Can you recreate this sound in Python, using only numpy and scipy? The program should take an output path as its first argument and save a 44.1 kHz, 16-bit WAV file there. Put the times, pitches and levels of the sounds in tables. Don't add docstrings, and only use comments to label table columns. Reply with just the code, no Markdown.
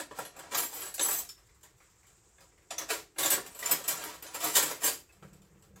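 import sys
import numpy as np
from scipy import signal
from scipy.io import wavfile

SR = 44100
rng = np.random.default_rng(int(sys.argv[2]) if len(sys.argv) > 2 else 0)


def generate_wav(sig):
    pcm = np.round(np.clip(np.atleast_2d(sig).T, -1, 1) * 32767).astype(np.int16)
    wavfile.write(sys.argv[1], SR, pcm)


def gain_from_db(level_db):
    decades = np.asarray(level_db, float) / 20
    return 10 ** decades


N = 255780
STICK_TOP_HZ = 3000

# start_s, peak_db, piece_hz, wood_db
TICKS = [(1.3776, -47.5, 5240, -12), (1.4914, -51.5, 2140, -25), (1.6313, -39.5, 6830, -20),
         (1.6345, -47, 3650, -18), (1.652, -49, 2000, -12), (1.803, -47.5, 2160, -11),
         (2.0306, -51, 2250, -13), (2.067, -43.5, 7450, -35), (2.2374, -56, 7640, -30),
         (2.3819, -49, 2200, -7.5), (2.4056, -42.5, 5060, -18), (2.518, -56, 2080, -7),
         (2.5772, -51, 2140, -12), (2.619, -53, 2040, -13), (5.09, -49.5, 2420, -13),
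         (5.1244, -46, 7840, -30), (5.225, -42.5, 1580, -4.5), (5.3304, -44.5, 7920, -30),
         (5.4178, -46.5, 7500, -30), (5.6228, -45.5, 7680, -24), (5.7592, -41.5, 6670, -14)]


def rms_one(x):
    return x / np.sqrt(np.mean(x ** 2) + 1e-20)


def at_hz(points, hz):
    table_hz, value = np.transpose(points)
    return np.interp(np.log(hz), np.log(table_hz), value)


def band(x, low_hz, high_hz):
    return signal.sosfilt(signal.butter(2, [low_hz, high_hz], "band", fs=SR, output="sos"), x + 1e-18)


def decay_per_sample(t60_s):
    return gain_from_db(-60 / (t60_s * SR))


def drift(rate_hz):
    knots = rng.standard_normal(N // 64 + 2)
    return np.interp(np.arange(N) * rate_hz / SR, np.arange(len(knots)), knots)


def fickle(level_db, spread_db, rate_hz, top=9):
    knots = np.minimum(rng.standard_normal(N // 64 + 2), top)
    steps = np.interp(np.arange(0, N, 32) * rate_hz / SR, np.arange(len(knots)), knots)
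    return np.repeat(gain_from_db(level_db + spread_db * steps), 32)[:N]


def ring(x, hz, t60_s):
    r, w = decay_per_sample(t60_s), 2 * np.pi * hz / SR
    return signal.lfilter([0, np.sin(w)], [1, -2 * r * np.cos(w), r * r], x + 1e-18)


def body(x, modes, fickle_db):
    out = np.zeros(N)
    for hz, width_hz, level_db in modes:
        struck = x * fickle(level_db, fickle_db, 35)
        out += np.sqrt(width_hz) * ring(struck, hz, 1.4 / width_hz)
    return out


def contacts(per_s, spread_db):
    sizes = gain_from_db(spread_db * np.minimum(rng.exponential(1, N), 4))
    signs = rng.choice([-1, 1], N)
    return rms_one(sizes * signs * (rng.random(N) < per_s / SR))


def sing(notes):
    out = np.zeros(N)
    for start_s, hz, level_db, t60_s in notes:
        i, t60_s = round(start_s * SR), np.clip(t60_s, .02, .3)
        age = np.arange(int(t60_s * SR)) / SR
        beat = 1 + .35 * np.sin(2 * np.pi * (rng.uniform(25, 70) * age + rng.random()))
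        swell = np.minimum(age / min(.004, t60_s / 20), 1)
        tone = gain_from_db(level_db - 60 * age / t60_s) * beat * swell * np.sin(2 * np.pi * hz * age)
        out[i:i + len(age)] += tone[:N - i]
    return out


def steel(blows, pile_db):
    # mode_hz, level_db, t60_s
    spoons = [(4860, -14, .15), (5744, -14, .15), (6261, -10, .15), (7391, -8, .2), (7765, -7, .2),
              (8845, -9, .2), (9920, -8, .2), (11140, -4, .2), (11700, -7, .2), (12220, -4, .15),
              (12940, -9, .15), (13690, -1, .2), (14460, -2, .15)]
    # mode_hz, level_db, t60_s
    pile = [(3680, -8, .1), (4970, -9, .08), (5400, -10, .08), (6540, -6, .08), (7200, -3, .1),
            (7520, -5, .08), (7880, -2, .1), (8780, -6, .12), (9600, -10, .08), (10260, -9, .08),
            (10870, -8, .1), (11700, -6, .1), (12200, -4, .1), (13500, -6, .08), (13800, -6, .08),
            (14420, -4, .08), (14900, -7, .08)]
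    jingle_s = [
        .5,
        1.27,
        3.45,
        3.62,
        4.41,
        4.54,
    ]
    in_hand = np.searchsorted(jingle_s, np.arange(N) / SR) % 2 == 1
    out = np.zeros(N)
    for hz, level_db, t60_s in spoons:
        out += ring(blows * in_hand * fickle(level_db - 3, 4.0, 30, top=1), hz, .8 * t60_s)
    for hz, level_db, t60_s in pile:
        out += ring(blows * ~in_hand * fickle(level_db + pile_db, 5.0, 35, top=1.5), hz, .5 * t60_s)
    return out


def heap(blows, wood_db, bright_db, ring_db, pile_db):
    # mode_hz, width_hz, level_db
    tray = [(95, 40, -19), (145, 30, -19.5), (189, 35, -5.5), (324, 35, -7), (451, 35, -4), (572, 41, -5),
            (722, 40, -0.5), (979, 51, -1.5), (1144, 86, 0), (1386, 73, -2.5), (1675, 200, -4),
            (2100, 83, -13)]
    boom, clack = blows[:2] * gain_from_db(wood_db)
    crack, edge = blows[2], blows[3] * gain_from_db(bright_db)
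    thud = gain_from_db(-49.0) * band(body(boom, tray, fickle_db=3.0), 273, 9000) + band(clack, 543, 1700)
    noisy = thud + band(band(crack, 800, 9040), 300, 11000) + band(edge, 9340, 21900)
    rings = gain_from_db(-27.5) * steel(crack * gain_from_db(ring_db), pile_db)
    return np.array([noisy, rings])


def ticks():
    # start_s, peak_db
    touches = [(1.467, -50), (1.5459, -50), (1.6095, -49), (1.7823, -52), (1.8253, -53), (1.9, -54),
               (1.9589, -57), (2.1645, -54), (2.2862, -55), (2.4872, -54), (2.6708, -56)]
    touch_hz, touch_wood_db = 7600, -30
    stick_bright_db, metal_bright_db = -14, -6
    rows = TICKS + [(s, peak_db, touch_hz, touch_wood_db) for s, peak_db in touches]
    return [row + (stick_bright_db if row[2] < STICK_TOP_HZ else metal_bright_db,) for row in rows]


def clashes():
    # start_s, peak_db, piece_hz, wood_db, bright_db
    search = [(.0005, -41, 1660, -33, -46), (.1102, -43, 1530, 4, -33), (.187, -29, 7720, -2.5, 1),
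              (.2498, -25.5, 11360, -18, -16), (.3645, -36, 7600, -7, -5), (.39, -30.5, 7880, -13.5, -3),
              (.4524, -45.5, 7440, 0, -59), (.5115, -28, 7300, -14, -25), (.5184, -23.5, 7000, -10.5, -35),
              (.5458, -7.5, 6520, -21, -32), (.728, -28.5, 14660, -17, -14), (.8193, -25, 11800, -29, -26),
              (.9408, -23, 13500, -51, 4.5), (.9797, -21.5, 7650, -21, -28),
              (.9941, -9.5, 3710, -16.5, -32), (1.0054, -22, 7550, -34, -16), (1.0844, -16, 7800, -14, 1.5),
              (1.1296, -19, 13700, -31, -26), (1.1874, -24, 7870, -28, -1), (1.2905, -27, 5420, -69, -5)]
    # start_s, peak_db, piece_hz, wood_db, bright_db
    plunge_and_dig = [(2.7057, -16.5, 7090, -25, -42), (2.7819, -14.5, 5900, -43, -7),
                      (2.8893, -19.5, 7350, -19, -27), (2.9023, -10.5, 1660, -14, -14),
                      (3.1609, -60, 1680, 18, -33), (3.184, -14.5, 11000, -19, -8), (3.2311, -15.5, 3710, -22, 1),
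                      (3.2586, -11, 7200, -50, -3.5), (3.303, -12, 8750, -45.5, 4), (3.3754, -30.5, 1644, 1, -30),
                      (3.4608, -31, 7600, -21, -5),
                      (3.548, -33, 7920, -14, -9), (3.59, -28, 7560, -20, -1), (3.6269, -22, 1980, -18, -23),
           (3.6588, -16, 7170, -64, -3), (3.7116, -9, 13450, -18, 0.5), (3.8399, -23, 7950, -18, -9),
           (3.8783, -20, 11700, -45, 8.5), (3.9217, -21, 7870, -17.5, -33),
           (3.9693, -26.5, 7470, -14.5, -18), (4.038, -25, 1530, -25, 1.5), (4.224, -26, 13900, -17, -2.5),
           (4.2645, -26, 6140, -37, -24.5), (4.344, -28, 7400, -17, 3), (4.414, -22, 7340, -31, -14.5),
           (4.5558, -7.5, 6540, -27.5, -3), (4.626, -18.5, 7560, -7.5, 6), (4.7119, -22, 13900, -11, -1.5),
           (4.8185, -26, 7700, -12, -7), (4.839, -18, 7400, -11.5, 0)]
    rise_s, chatter_t60_s, ping_t60_s = 0.00072, 0.017, .022
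    start_s, peak_db, piece_hz, wood_db, bright_db = np.transpose(sorted(search + plunge_and_dig + ticks()))

    at = np.round(start_s * SR).astype(int)
    owner = np.clip(np.searchsorted(at, np.arange(N), side="right") - 1, 0, None)
    force = np.zeros(N)
    force[at] = gain_from_db(peak_db - 15.2)
    force = signal.lfilter([1], [1, -decay_per_sample(chatter_t60_s)], force)
    soft = np.exp(-1 / (rise_s * SR))
    force = signal.lfilter([1 - soft], [1, -soft], force)
    blows = force * rng.standard_normal((4, N))

    hollow = (piece_hz > 1900) * (piece_hz < STICK_TOP_HZ)
    ping_db = peak_db - 21 + 0.19 * bright_db + 0.0066 * wood_db + 4.5 * hollow
    t60_s = np.full(len(at), ping_t60_s)
    pings = sing(zip(start_s, piece_hz, ping_db, t60_s))
    pings = pings + sing(zip(start_s, .965 * piece_hz, ping_db - 4.0, t60_s))
    return heap(blows, wood_db[owner] + 18.0, bright_db[owner] + 7.0, np.full(N, -8.0), pile_db=-13.5) + pings


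def stirring():
    # peak_s, rattle_db, rise_s, fall_s, steel_db
    strokes = [(.002, -31.5, 0.03, 0.016, -7), (.11, -51.5, 0.035, 0.092, -14),
               (0.19, -40.5, 0.088, 0.13, -8), (.4, -54, 0.18, 0.71, -25), (0.578, -31, 0.049, 0.12, 1),
               (.535, -35.5, 0.06, .05, -10), (.63, -36.5, 0.13, 0.054, 6), (.75, -42.5, 0.12, 0.12, 7),
               (.828, -40, 0.39, 0.18, -3), (1.015, -34.5, 0.03, 0.098, 1), (1.055, -33.5, .08, 0.034, 4),
               (1.11, -35, 0.027, 0.17, 5), (1.179, -37.5, 0.21, 0.087, 5)]
    # peak_s, rattle_db, rise_s, fall_s, steel_db
    dig_strokes = [(2.707, -39, 0.0087, 0.073, -16), (2.789, -38, 0.031, 0.13, -11),
                   (2.903, -28.5, 0.027, 0.12, -3.5), (3.193, -31, 0.019, 0.2, 2.5),
                   (3.25, -29.5, 0.08, 0.17, -3.5), (3.325, -28, .06, 0.081, 1),
                   (3.46, -46.5, 0.076, 0.093, -9), (3.69, -35.5, 0.24, .1, -2.5),
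                   (3.718, -30, 0.15, 0.13, -1.5), (3.85, -46, 0.49, .1, -3), (3.884, -30, 0.011, 0.082, 5),
                   (3.909, -31.5, 0.046, 0.061, 0), (4.05, -39, 0.71, 0.21, -6.5),
                   (4.24, -47, 0.022, 0.48, -12), (4.35, -31.5, 0.03, 0.043, -6.5),
                   (4.451, -27, .12, 0.12, -2), (4.568, -22.5, 0.051, 0.11, 3.5),
                   (4.638, -33, 0.13, 0.21, -4), (4.845, -25.5, 0.046, 0.092, 2.5),
                   (4.868, -25, 0.074, 0.056, 3), (4.92, -40, .1, 0.098, 5)]
    swing_db, roundness, rest_db = 30, 1.154, -80
    rustles = [(s + 0.0017, peak_db - 18, .008, 0.15, -7) for s, peak_db, *_ in TICKS]
    rows = np.transpose(strokes + dig_strokes + rustles)
    peak_s, level_db, rise_s, fall_s, steel_db = rows[:, :, None]
    t = np.arange(0, N + 64, 64) / SR
    away = np.maximum((peak_s - t) / np.abs(rise_s), (t - peak_s) / np.abs(fall_s))
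    each_db = level_db - swing_db * away ** roundness
    share = gain_from_db(np.maximum(each_db, -200))
    blend_db = (share * steel_db).sum(axis=0) / share.sum(axis=0)
    effort_db = np.maximum(each_db.max(axis=0), rest_db)
    return [np.interp(np.arange(N) / SR, t, v) for v in (effort_db, blend_db)]


def rattle():
    stir_db, steel_db = stirring()
    blows = contacts(2400, spread_db=3.3) * gain_from_db(stir_db + 2.2 * drift(60))
    strands = blows * rng.choice([-1, 1], (4, N))
    return heap(strands, 1 - 0.39 * steel_db, 4 + steel_db, 1.5 + 0.89 * steel_db, pile_db=-4.0)


def singing():
    # start_s, pitch_hz, level_db, t60_s
    singers = [(0.014, 10850, -68, 0.17), (0.255, 10870, -60, 0.11), (0.568, 13680, -42, 0.14),
               (0.571, 12220, -47, 0.26), (0.58, 14460, -42, 0.12), (0.583, 7390, -43, 0.15),
               (0.615, 9930, -50, 0.17), (0.629, 13680, -54, 0.1), (0.635, 12350, -53, 0.19),
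               (0.638, 7410, -47, 0.15), (0.644, 14430, -55, 0.1), (0.731, 7780, -54, 0.13),
               (0.74, 14070, -50, 0.16), (0.771, 13680, -55, 0.15), (0.803, 11730, -48, 0.14),
               (0.809, 7750, -49, 0.12), (0.815, 10050, -57, 0.3), (0.844, 13700, -59, 0.12),
               (0.853, 7750, -53, 0.18), (0.879, 11140, -67, 0.13), (0.896, 11710, -68, 0.12),
               (1.009, 6220, -39, 0.13), (1.009, 7380, -44, 0.18), (1.018, 8800, -45, 0.14),
               (1.024, 14670, -52, 0.14), (1.027, 11150, -36, 0.19), (1.03, 12320, -50, 0.1),
               (1.044, 7770, -35, 0.17), (1.059, 14500, -45, 0.22), (1.082, 8800, -46, 0.08),
               (1.082, 9920, -48, 0.21), (1.082, 11660, -42, 0.18), (1.085, 13700, -40, 0.08),
               (1.111, 7750, -43, 0.1), (1.126, 13680, -41, 0.23), (1.146, 7740, -41, 0.06),
               (1.146, 14470, -45, 0.11), (1.158, 6260, -52, 0.21), (1.166, 8810, -49, 0.17),
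               (1.184, 7740, -46, 0.08), (1.187, 9920, -52, 0.13), (1.288, 5300, -49, 0.14),
               (1.288, 7120, -54, 0.1), (1.628, 7250, -64, 0.14),
               (2.966, 13710, -60, 0.11), (3.183, 10770, -47, 0.13), (3.233, 3690, -40, 0.09),
                   (3.302, 8790, -35, 0.12), (3.317, 7770, -34, 0.09), (3.349, 8800, -43, 0.09),
                   (3.39, 8800, -55, 0.16), (3.462, 9930, -64, 0.15), (3.491, 13770, -74, 0.22),
                   (3.506, 8870, -63, 0.3), (3.546, 7920, -55, 0.09), (3.587, 10110, -59, 0.19),
                   (3.587, 12170, -58, 0.13), (3.59, 7870, -52, 0.13), (3.601, 13800, -57, 0.23),
                   (3.625, 1970, -48, 0.07), (3.654, 11310, -46, 0.08), (3.657, 7220, -42, 0.15),
                   (3.709, 7950, -36, 0.1), (3.709, 9920, -47, 0.13), (3.709, 14560, -32, 0.11),
                   (3.712, 12220, -37, 0.12), (3.729, 13720, -45, 0.11), (3.761, 12230, -49, 0.09),
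                   (3.776, 9930, -57, 0.14), (3.842, 7880, -49, 0.07), (3.88, 11710, -38, 0.11),
                   (4.138, 13490, -65, 0.08), (4.266, 10810, -61, 0.21), (4.342, 13540, -49, 0.08),
                   (4.347, 7410, -47, 0.09), (4.347, 10840, -56, 0.13), (4.432, 14430, -46, 0.16),
                   (4.434, 9910, -49, 0.14), (4.437, 11730, -46, 0.15), (4.44, 7390, -44, 0.18),
                   (4.44, 11110, -46, 0.24), (4.44, 12220, -46, 0.18), (4.443, 7750, -45, 0.11),
                   (4.443, 13810, -46, 0.14), (4.469, 14930, -50, 0.14), (4.553, 3690, -38, 0.16),
                   (4.556, 6530, -36, 0.12), (4.62, 8800, -43, 0.07), (4.835, 10820, -43, 0.15),
                   (4.841, 6300, -42, 0.12), (4.841, 8690, -41, 0.2), (4.844, 7340, -40, 0.18),
                   (4.873, 4710, -45, 0.16), (5.093, 2600, -67, 0.09),
               (1.291, 5421, -62, .1), (1.291, 3558, -66, .08), (1.007, 11150, -45, .12),
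                  (5.238, 1640, -66, .13), (2.78, 5650, -41, .07), (3.712, 5177, -40, .09),
                  (4.712, 5250, -57, .1), (1.008, 7770, -40, .12), (1.025, 13690, -48, .2),
                  (.548, 14460, -44, .12), (.573, 11140, -45, .2), (3.304, 12050, -37, .07),
                  (3.548, 12170, -61, .12), (3.462, 13770, -62, .2), (3.462, 12200, -63, .12),
                  (3.66, 5300, -48, .06), (3.88, 13100, -43, .07), (3.882, 7900, -42, .12),
                  (3.97, 7220, -50, .1), (4.56, 14600, -36, .12), (4.628, 7650, -39, .12),
                  (4.226, 12300, -54, .06), (3.259, 7300, -36, .06), (4.845, 12300, -41, .15),
                  (4.84, 13500, -41, .12), (1.165, 13690, -48, .2), (2.78, 6200, -42, .08)]
    notes = []
    for start_s, hz, level_db, t60_s in singers:
        lift_db = 6.0 + 3.5 * (hz > 9000 or hz < 6400)
        notes.append((start_s, hz, level_db + lift_db, t60_s))
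    return sing(notes)


def hiss():
    # band_hz, level_db
    spectrum = [(30, 1.5), (45, 8), (75, 6), (189, -4.5), (245, -27), (374, 2), (600, -20.5), (988, -7),
                (1070, -15), (2230, -15), (3220, -23.5), (7670, -17), (9710, -44.5), (11400, -13),
                (13000, -29), (16000, -30)]
    out, white, together = 0, rng.standard_normal((2, N)), drift(7)
    edges_hz = 25 * 2 ** np.arange(0, 9.6, .4)
    for k, (low, high) in enumerate(zip(edges_hz, edges_hz[1:])):
        patches_db = 2.0 * drift(1.3) + 2.0 * drift(37) + 3.0 * together * (low > 900)
        out = out + gain_from_db(at_hz(spectrum, np.sqrt(low * high)) + patches_db) * band(white[k % 2], low, high)
    return gain_from_db(-65.0) * rms_one(out)


def knocks():
    low_hz, high_hz, level_db, rise_s, t60_s = 1400, 2600, -24, .006, .12
    force = np.zeros(N)
    for start_s, peak_db, hz, _ in TICKS:
        force[round(start_s * SR)] = gain_from_db(peak_db + level_db) * (hz < STICK_TOP_HZ)
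    for fall in (np.exp(-1 / (rise_s * SR)), decay_per_sample(t60_s)):
        force = signal.lfilter([1], [1, -fall], force)
    patter = band(band(rng.standard_normal(N), low_hz, high_hz), low_hz, high_hz)
    return force / (rise_s * SR) * patter * gain_from_db(20)


def slide():
    # time_s, level_db
    effort = [
        (5.1, -97),
        (5.16, -72),
        (5.218, -65),
        (5.23, -50),
        (5.27, -58),
        (5.69, -63.5),
        (5.754, -55),
        (5.8, -59),
    ]
    # mode_hz, width_hz, level_db
    runners = [(84, 25, -8.5), (155, 7.3, 2), (191.6, 7, 2.5), (329, 24, -7), (450, 30, -2)]
    time_s, level_db = np.transpose(effort)
    effort_db = np.interp(np.arange(N) / SR, time_s, level_db, -120, -120)
    return gain_from_db(effort_db) * rms_one(body(contacts(300, spread_db=2.5), runners, fickle_db=-2.0))


def echoes():
    # band_hz, t60_s
    room_t60 = [(200, 0.4), (1000, 0.17), (4000, 0.3), (14000, 0.15)]
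    age = np.arange(SR // 2) / SR
    white, tail = rng.standard_normal((2, len(age))), 0
    edges_hz = 110 * 2 ** np.arange(0, 7.6)
    early = gain_from_db(-6.0 - 60 * age / 0.081)
    for k, (low, high) in enumerate(zip(edges_hz, edges_hz[1:])):
        late = gain_from_db(-60 * age / at_hz(room_t60, np.sqrt(low * high)))
        tail = tail + band(white[k % 2], low, high) * (late + early)
    return gain_from_db(-21.0) * tail * np.minimum(age / .001, 1)


def room(x):
    turn = 2.8 * drift(7)
    wet = signal.fftconvolve(x * np.cos(turn), echoes()) + signal.fftconvolve(x * np.sin(turn), echoes())
    return gain_from_db(0.5) * x + wet[:N]


def scene():
    noisy, rings = clashes() + gain_from_db(-11.5) * rattle()
    rings = rings + singing()
    return (room(noisy + gain_from_db(-11.0) * rings) + rings + slide() + hiss() + knocks())[None]


def band_limit(x):
    return signal.sosfilt(signal.butter(12, 16630, fs=SR, output="sos"), x)


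def record(dry):
    presence_hz, width_hz, presence_db = 7510, 2110, 3.5
    lift = band(dry, presence_hz - width_hz / 2, presence_hz + width_hz / 2)
    heard = band(dry + (gain_from_db(presence_db) - 1) * lift, 38, 21000)
    heard = signal.sosfilt(signal.ellip(8, .5, 45, 15850, fs=SR, output="sos"), heard)
    return band_limit(heard)


dry = scene()
out = record(dry)
generate_wav(out)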